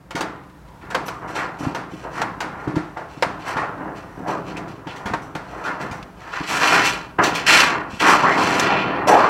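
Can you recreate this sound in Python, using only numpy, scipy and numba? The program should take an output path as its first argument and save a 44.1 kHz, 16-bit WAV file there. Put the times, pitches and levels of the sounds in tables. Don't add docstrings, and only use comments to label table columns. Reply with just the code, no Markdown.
import sys
import numpy as np
from scipy import signal
from scipy.fft import rfft, irfft
from scipy.io import wavfile
from scipy.ndimage import uniform_filter1d, map_coordinates
from numba import njit

SR = 44100
rng = np.random.default_rng(int(sys.argv[2]) if len(sys.argv) > 2 else 0)


def materialize(psi):
    bounded = np.clip(np.atleast_2d(psi).T, -1, 1)
    quanta = np.round(bounded * 32767).astype(np.int16)
    wavfile.write(sys.argv[1], SR, quanta)


N = 409688
TIME = np.arange(N) / SR


def undb(db):
    return 10 ** (np.asarray(db) / 20)


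def to_db(power):
    return 10 * np.log10(power + 1e-18)


def unit(x):
    return x / np.sqrt(np.mean(x ** 2) + 1e-18)


def attack_level(x, db):
    return x * undb(db) / np.sqrt(np.mean(x[:int(.015 * SR)] ** 2))


def steady(x):
    return x / np.sqrt(np.abs(uniform_filter1d(x ** 2, int(.05 * SR))) + 1e-12)


def fade(t, t60):
    return np.exp(-np.log(1000) * t / t60)


def add(track, start, sound):
    i = max(int(start * SR), 0)
    track[i:i + len(sound)] += sound[:N - i]


def colour(x, points):
    hz, db = np.transpose(points)
    size = 4096
    grid = np.maximum(np.arange(size // 2 + 1) * SR / size, 1)
    cepstrum = irfft(np.log(undb(np.interp(np.log(grid), np.log(hz), db))))
    cepstrum[1:size // 2] *= 2
    cepstrum[size // 2 + 1:] = 0
    return signal.fftconvolve(x, irfft(np.exp(rfft(cepstrum))))[:len(x)]


@njit
def resonance(x, hz, q):
    y, band, low = np.empty(len(x)), 0., 0.
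    damping = 1 / q
    for i in range(len(x)):
        g = np.tan(np.pi * hz[i] / SR)
        v = (band + g * (x[i] - low)) / (1 + g * (g + damping))
        band, low, y[i] = 2 * v - band, low + 2 * g * v, damping * v
    return y


def walk(rate):
    span = max(int(SR / rate), 2)
    steps = np.repeat(rng.standard_normal(N // span + 1), span)
    return unit(uniform_filter1d(uniform_filter1d(steps, span), span)[:N])


def slips(rate, spread_db):
    size = undb(spread_db * np.minimum(rng.exponential(size=N), 5))
    return (rng.random(N) < rate / SR) * size * rng.choice([-1, 1], N)


# (frequency [Hz], level [dB])
RUMBLE_SPECTRUM = [(25, -31), (55, -1), (85, -10), (300, -21.5), (600, -20), (1200, -22), (3000, -36),
                   (8000, -44), (15500, -48.5)]


def rumble(level_db=-47):
    return unit(colour(rng.standard_normal(N), RUMBLE_SPECTRUM)) * undb(level_db + walk(2.8))


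# (frequency [Hz], spectral level [dB], t60 [s])
DENSE_MODES = [(101, -26.5, 0.47), (312, -2.5, 0.3), (530, 0, 0.35), (1000, -4, 0.85), (1735, -4, 0.47),
               (2850, -18, 0.6), (5070, -21.5, 0.4), (9400, -30, 0.31), (15000, -38, 0.059)]
# (frequency [Hz], level [dB])
CLEAR_MODES = [(905, 8), (1402, 12.5), (2102, 5), (2672, -1.5), (2762, -1), (3149, 4), (3768, -1.5),
               (4398, 1), (5340, -5), (5593, -10.5), (5889, -5)]


def sheet_response(clear_db=-7, t60_at_1khz=0.19):
    t = TIME[:SR]
    hz, db, t60 = np.transpose(DENSE_MODES)
    grid = np.log(np.maximum(np.arange(SR // 2 + 1), 1))
    crowd = rfft(rng.standard_normal(SR)) * undb(np.interp(grid, np.log(hz), db))
    dense = sum(irfft(crowd * np.interp(grid, np.log(hz), band), SR) * fade(t, life)
                for band, life in zip(np.eye(len(hz)), t60))
    clear = sum(undb(level) * np.sin(2 * np.pi * (f * t + rng.random()))
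                * fade(t, t60_at_1khz * (1000 / f) ** 0.85) for f, level in CLEAR_MODES)
    return unit(unit(dense) + undb(clear_db) * unit(clear)) / np.sqrt(SR)


def rung(drive, response):
    return unit(signal.fftconvolve(drive, response)[:N])


def with_ring(direct, sheet, ring_db):
    return direct + undb(ring_db) * np.std(direct) * rung(direct, sheet)


def push(start, rise, hold, t60, swell=1.435):
    t = TIME[:int((rise + hold + t60) * SR)]
    out = np.zeros(N)
    add(out, start, np.minimum(t / rise, 1) ** swell * fade(np.maximum(t - rise - hold, 0), t60))
    return out


def shivers(t60, rise_s=0.021, hold_s=0.022):
    return np.sqrt(sum((undb(ring) * push(start, rise_s, hold_s, t60)) ** 2 for start, *_, ring in SNAPS))


def stirring(t60, unsteady_db=4.0):
    return push(start=0.62, rise=0.556, hold=5.0, t60=t60) * undb(unsteady_db * walk(9))


# (time [s], rise [s], hold [s], level [dB], centre [Hz], sway level [dB])
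BENDS = [(0.801, 0.027, 0.064, -42.5, 1388, -40.5), (1.2, 0.025, 0.09, -32, 894, -37.5),
         (1.35, 0.037, 0.033, -25.5, 1268, -51), (1.58, 0.056, 0.028, -29.5, 894, -30.5),
         (2.02, 0.03, 0.011, -30, 680, -55), (2.104, 0.092, 0.033, -26, 1150, -32),
         (2.954, 0.015, 0.02, -31, 724, -54), (3.411, 0.073, 0.031, -26, 1113, -39),
         (3.567, 0.0089, 0.056, -24.5, 1099, -40), (3.769, 0.031, 0.092, -31.5, 752, -34.5),
         (4.17, 0.0043, 0.033, -38, 469, -32), (4.241, 0.042, 0.042, -24.5, 643, -28.5),
         (4.443, 0.047, 0.17, -37, 764, -32), (5.466, 0.08, 0.097, -33, 722, -42),
         (5.634, 0.041, 0.036, -28, 1152, -37), (5.775, 0.03, 0.036, -30, 1105, -31),
         (6.132, 0.14, 0.056, -36, 1186, -73), (6.313, 0.028, 0.045, -27.5, 1500, -57),
         (6.465, 0.052, 0.069, -22.5, 1355, -31), (6.599, 0.02, 0.046, -16.5, 1363, -31),
         (6.689, 0.038, 0.064, -15, 1494, -25.5), (7.183, 0.0055, 0.013, -13, 1173, -21),
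         (7.331, 0.028, 0.032, -31, 1097, -41), (7.459, 0.037, 0.14, -15.5, 1652, -26.5),
         (7.685, 0.019, 0.043, -23.5, 1228, -30.5), (7.997, 0.055, 0.02, -13.5, 1407, -21),
         (8.057, 0.022, 0.047, -13.5, 1041, -30), (8.211, 0.034, 0.05, -16.5, 943, -23.5),
         (8.344, 0.03, 0.39, -20, 997, -23), (8.802, 0.07, 0.21, -24, 848, -26),
         (9.062, 0.031, 0.051, -11.5, 646, -23), (9.157, 0.031, 0.059, -16, 865, -33)]


def bending(t60=0.619, shiver_hz=921.6, stir_hz=756.4, held_db=-58.5, tightening=0.1432):
    shiver = (undb(-2.5) * shivers(t60)) ** 2
    stir = (undb(-44.5) * stirring(t60)) ** 2 + undb(held_db) ** 2
    power = shiver + stir
    weighted_hz = shiver * shiver_hz + stir * stir_hz
    for start, rise, hold, db, hz, _ in BENDS:
        effort = push(start, rise, hold, t60)
        share = (undb(db) * effort) ** 2
        power += share
        weighted_hz += share * hz * effort ** tightening
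    return to_db(power), weighted_hz / power


def sway_level(t60=1, held_db=-46.5):
    power = sum((undb(db) * push(start, rise, hold, t60)) ** 2 for start, rise, hold, _, _, db in BENDS)
    shiver = undb(-3.5) * shivers(t60)
    stir = undb(-46) * stirring(t60)
    return to_db(power + shiver ** 2 + stir ** 2 + undb(held_db) ** 2)


# (frequency [Hz], level [dB])
PANEL_SPECTRUM = [(30, -13), (55, -15), (125, 1), (180, 4.5), (230, -6), (290, 5), (380, -4.5), (520, -9),
                  (900, -73.5)]


def swaying(sheet, gain_db=-1.5, split_hz=200, stiffening=0.33, rest_db=-36):
    db = sway_level()
    thunder = colour(slips(rate=250, spread_db=-1.5), PANEL_SPECTRUM)
    deep = signal.sosfiltfilt(signal.butter(3, split_hz, fs=SR, output="sos"), thunder)
    tilt = undb(stiffening * (db - rest_db))
    tilted = deep / tilt + (thunder - deep) * tilt
    return with_ring(steady(tilted) * undb(db + gain_db), sheet, ring_db=-9)


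# (frequency [Hz], level [dB])
FLEX_SPECTRUM = [(150, -17.5), (300, 2), (480, -1.5), (950, -1), (1550, -1.5), (2100, -2.5), (2800, -0.5),
                 (5000, -47)]


def flexing(sheet, gain_db=-0.5, q=0.8, wobble_s=.006, slide=0.3005):
    db, hz = bending()
    hz = np.clip(hz, 200, 4000)
    buckles = slips(rate=1000, spread_db=2.9)
    ringing = rung(buckles, sheet_response(clear_db=-13))
    ringing += unit(colour(buckles, np.array(DENSE_MODES)[:, :2]))
    bend = np.log(hz) - uniform_filter1d(np.log(hz), SR // 2)
    clock = np.arange(N) + slide * np.cumsum(bend) + wobble_s * SR * walk(5)
    sliding = map_coordinates(ringing, [clock], order=3, mode="mirror")
    flex = colour(resonance(sliding, hz, q), FLEX_SPECTRUM)
    return with_ring(steady(flex) * undb(db + gain_db), sheet, ring_db=-11)


# (time [s], length [s], start pitch [Hz], end pitch [Hz], level [dB])
WHOOP_GLIDES = [(0.64, 0.18, 924, 940, -51.5), (0.901, .045, 1610, 1635, -36),
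                (1.057, 0.04, 11900, 12000, -48), (1.067, 0.13, 1017, 1210, -38.5),
                (4.244, 0.15, 702, 1253, -30.5), (4.561, 0.026, 2340, 2800, -37),
                (4.865, 0.058, 2990, 3200, -45), (5.638, 0.091, 1385, 1403, -29),
                (6.621, 0.19, 1303, 1700, -31), (8.07, 0.12, 1400, 1018, -19.5),
                (8.222, 0.09, 914, 1493, -19), (8.242, .13, 1685, 2135, -25), (8.367, .06, 1004, 935, -21),
                (8.69, .07, 901, 696, -22.5), (9.071, 0.04, 565, 680, -15), (9.112, 0.058, 744, 926, -11.5),
                (9.139, 0.16, 1054, 1153, -19)]


def whoops(sheet, relative_width=0.21):
    out = np.zeros(N)
    for start, length, start_hz, end_hz, db in WHOOP_GLIDES:
        progress = np.linspace(0, 1, int(length * SR) + 2)
        phase = 2 * np.pi * np.cumsum(start_hz + (end_hz - start_hz) * progress) / SR
        lowpass = signal.butter(2, relative_width * start_hz / 2, fs=SR, output="sos")
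        beats = signal.sosfilt(lowpass, rng.standard_normal((2, len(progress) + SR)))[:, SR:]
        cluster = beats[0] * np.sin(phase) + beats[1] * np.cos(phase)
        swell = np.sqrt(np.abs(np.sin(np.pi * progress)))
        add(out, start, unit(cluster * swell) * undb(db))
    return with_ring(out, sheet, ring_db=-10)


def brief_ring(drive, ring_db=-2, t60=0.037):
    t = TIME[:SR // 10]
    ring = unit(rng.standard_normal(len(t)) * fade(t, t60)) / np.sqrt(len(t))
    return drive + undb(ring_db) * signal.fftconvolve(drive, ring)[:len(drive)]


# (time [s], rise [s], hold [s], level [dB], relative fizz level [dB])
SCRAPE_STROKES = [(0.808, .008, .005, -51, -20), (1.052, 0.014, 0.015, -42.5, -3),
                  (1.272, 0.0093, 0.035, -45, -7), (1.337, 0.024, 0.019, -32, -11),
                  (1.579, 0.017, 0.043, -42.5, -6), (1.63, 0.017, 0.017, -39, -12),
                  (1.888, 0.03, 0.12, -48, -9.5), (2.088, 0.088, .01, -38.5, -9),
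                  (2.583, 0.011, 0.073, -55, -9), (3.07, .04, 0.12, -50, -12),
                  (3.384, 0.016, 0.055, -43, -15), (3.45, 0.03, 0.0066, -33.5, -7.5),
                  (3.941, 0.025, .01, -44, -12), (4.265, 0.018, 0.017, -37, -8),
                  (4.438, 0.046, .006, -40.5, -14), (4.67, 0.014, .006, -43.5, -11),
                  (4.873, 0.017, .01, -40, -19), (5.218, 0.0039, 0.0043, -53.5, 1.5),
                  (5.41, 0.086, 0.19, -49.5, -11), (5.622, 0.025, 0.029, -38.5, -12),
                  (5.785, 0.027, .01, -39.5, -9), (5.918, 0.012, 0.025, -52, -3),
                  (6.144, 0.065, 0.17, -48, -13), (6.295, 0.039, 0.12, -35.5, -16),
                  (6.455, 0.038, 0.091, -25.5, -8.5), (6.593, 0.034, 0.12, -19.5, -12),
                  (6.721, 0.057, 0.046, -23, -13), (6.823, 0.032, 0.02, -19, -9.5),
                  (7.198, 0.047, 0.022, -25.5, -16), (7.325, 0.023, 0.05, -27.5, -18),
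                  (7.459, 0.013, 0.13, -12, -12.5), (7.876, 0.047, 0.066, -39.5, -12),
                  (7.991, 0.013, .04, -21, -14), (8.029, 0.052, 0.038, -18.5, -9.5),
                  (8.18, 0.031, 0.15, -29.5, -17.5), (8.35, 0.048, 0.23, -25, -13),
                  (8.6, 0.047, 0.17, -24, -34), (8.813, 0.026, 0.15, -35, -47),
                  (9.069, 0.0078, 0.019, -26, -3), (9.112, 0.025, 0.13, -29, -20)]


def friction(edge_t60=0.42, burr_t60=0.3):
    shiver = undb(-26.5) * shivers(edge_t60)
    stir = undb(-68.5) * stirring(edge_t60)
    edge = shiver ** 2 + stir ** 2
    burr = (undb(-7) * shiver) ** 2 + (undb(-4) * stir) ** 2
    for start, rise, hold, db, fizz_db in SCRAPE_STROKES:
        edge += (undb(db) * push(start, rise, hold, edge_t60)) ** 2
        burr += (undb(db + fizz_db) * push(start, rise, hold, burr_t60)) ** 2
    return to_db(edge), to_db(burr) - to_db(edge)


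# (frequency [Hz], level [dB])
EDGE_SPECTRUM = [(900, -14), (1600, -0.5), (2200, 5.5), (3100, 3), (4500, -3), (5900, -7.5), (7500, -17),
                 (10000, -49)]
BURR_SPECTRUM = [(3500, -72), (5500, 9), (7000, 0), (9600, -2.5), (10500, -9.5), (11500, -3),
                 (15500, -10.5)]


def scraping(sheet, edge_db=-1, judder_db=0.83, dull_hz=3800, contact_db=-17):
    db, fizz_db = friction()
    db = db + judder_db * walk(110)
    catches = brief_ring(slips(rate=2000, spread_db=3.4))
    edge = colour(catches, EDGE_SPECTRUM)
    rim = np.diff(sheet_response(clear_db=-8.5, t60_at_1khz=.5))
    edge = unit(edge) + undb(-2) * rung(edge, rim)
    dull = signal.sosfiltfilt(signal.butter(2, dull_hz, fs=SR, output="sos"), edge)
    edge = dull + (edge - dull) * undb(np.minimum(fizz_db - contact_db, 0))
    grating = with_ring(steady(edge) * undb(db + edge_db), sheet, ring_db=-11)
    burr = colour(catches, BURR_SPECTRUM)
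    fizz = steady(unit(burr) + undb(5) * rung(burr, np.diff(rim)))
    return grating + fizz * undb(db + fizz_db)


# (time [s], level [dB], pitch [Hz])
SOFT_BLOWS = [(0.149, -20, 300), (0.208, -23.5, 350), (1.607, -21.5, 285), (1.631, -21.5, 287),
              (1.666, -13, 275), (1.935, -24, 308), (2.674, -15, 298), (2.691, -19, 302), (2.74, -20, 288),
              (2.766, -9.5, 304), (3.171, -30, 295), (3.561, -24, 262), (4.867, -24, 288),
              (5.057, -23.5, 199), (5.111, -23, 198), (5.138, -22, 304), (5.354, -22.5, 295),
              (5.91, -25, 200), (6.406, -20, 293), (7.189, -17, 330), (7.933, -25.5, 197),
              (8.635, -22, 295)]


def knocks(sheet, gain_db=-4, low_ratio=.55, scatter=0.12):
    out, t = np.zeros(N), TIME[:SR // 5]
    for start, db, hz in SOFT_BLOWS:
        low_hz = hz * low_ratio * np.exp(scatter * rng.standard_normal())
        upper = np.sin(2 * np.pi * hz * t) * fade(t, 0.047)
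        lower = undb(-3) * np.sin(2 * np.pi * low_hz * t) * fade(t, 0.046)
        thud = (upper + lower) * (1 - fade(t, 0.015))
        add(out, start, attack_level(thud, db + gain_db))
    return with_ring(out, sheet, ring_db=-9)


# (frequency [Hz], level [dB])
CRACK_SPECTRUM = [(900, -13), (2200, 15), (4000, 7.5), (6300, 5), (10500, -9.5), (15500, -15)]


def crack(burst):
    return colour(burst, CRACK_SPECTRUM)


def ticks(rate=7, level_db=-69, t60=.07):
    tick = crack(rng.standard_normal(SR) * fade(TIME[:SR], t60))
    return undb(level_db) * rung(slips(rate, spread_db=1), tick)


# (frequency [Hz], level [dB], t60 [s])
CLACK_MODES = [(522, -3, 0.047), (745, -2.5, 0.039), (909, 1, 0.069), (1305, -5, 0.038),
               (1613, -3.5, 0.043)]
# (time [s], body level [dB], crack level [dB], after-ring level [dB])
SNAPS = [(0.1076, -35, -38, -43), (0.153, -45, -31.5, -29), (0.2085, -24, -28, -33),
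         (0.903, -35, -40.5, -37), (0.946, -19.5, -35, -29.5), (0.9502, -17.5, -28, -55),
         (1.082, -28, -34.5, -38.5), (1.353, -33, -39, -30), (1.7475, -27, -36, -32),
         (2.2161, -20.5, -30.5, -33.5), (2.4046, -24.5, -32, -30.5), (2.675, -32, -64, -39.5),
         (2.756, -31.5, -42, -33), (2.971, -29.5, -51, -41), (3.224, -13, -25.5, -28),
         (3.567, -22.5, -57, -29.5), (4.5688, -35, -41, -39), (4.87, -33.5, -49, -39),
         (4.96, -61, -41.5, -49.5), (5.0575, -31.5, -37.5, -31.5), (5.136, -19, -37.5, -37.5),
         (5.351, -29, -38, -35.5), (5.652, -35, -44, -33.5), (5.9117, -39, -38.5, -37.5),
         (6.027, -52, -42, -78), (7.188, -23, -58, -52), (7.237, -50.5, -20.5, -42),
         (7.351, -43, -26.5, -38), (8.003, -34, -34, -23.5), (8.596, -28, -20, -45), (9.082, -27, -30, -45)]


def snaps(sheet, scatter=0.025, retune=.03, buckle_t60=0.088, crunch_t60=0.13, spreading_s=0.037):
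    out, t = np.zeros(N), TIME[:SR // 5]
    hz, db, t60 = np.transpose(CLACK_MODES)[:, :, None]
    early_ring = slice(int(.02 * SR), int(.06 * SR))
    buckle_band = signal.butter(2, [470, 1600], "band", fs=SR, output="sos")
    for start, body_db, crack_db, ring_db in SNAPS:
        tuning = np.exp(scatter * rng.standard_normal(hz.shape))
        bent = np.interp(TIME[:SR] * np.exp(retune * rng.standard_normal()), TIME[:SR], sheet)
        phase = 2 * np.pi * (hz * tuning * t + rng.random(hz.shape))
        clack = (undb(db) * np.sin(phase) * fade(t, t60)).sum(0)
        buckle = signal.sosfilt(buckle_band, rng.standard_normal(len(t)) * fade(t, buckle_t60))
        blow = attack_level(clack, 0) + attack_level(buckle, -1)
        add(out, start, attack_level(blow * (1 - fade(t, 0.004)), body_db))
        grains = rng.standard_normal(len(t))
        grains *= undb(2 * np.repeat(rng.standard_normal(len(t)), SR // 1000)[:len(t)])
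        slowness = min(undb((ring_db - body_db) / 2), 2)
        crunch = grains * fade(t, crunch_t60 * slowness)
        add(out, start, attack_level(crack(brief_ring(crunch)), crack_db))
        tail = bent * (1 - fade(TIME[:SR], spreading_s))
        add(out, start, tail * undb(ring_db) / np.std(tail[early_ring]))
    return out


def scene():
    sheet = sheet_response()
    blows = snaps(sheet) + knocks(sheet) + ticks()
    handling = flexing(sheet) + whoops(sheet) + swaying(sheet) + scraping(sheet)
    return (blows + handling + rumble())[None]


def record(dry, bottom_hz=38, top_hz=15900):
    heard = signal.sosfilt(signal.butter(2, bottom_hz, "high", fs=SR, output="sos"), dry)
    rounded = heard / (1 + heard ** 6) ** (1 / 6)
    return signal.sosfilt(signal.ellip(10, .2, 70, top_hz, fs=SR, output="sos"), rounded)


dry = scene()
out = record(dry)
materialize(out)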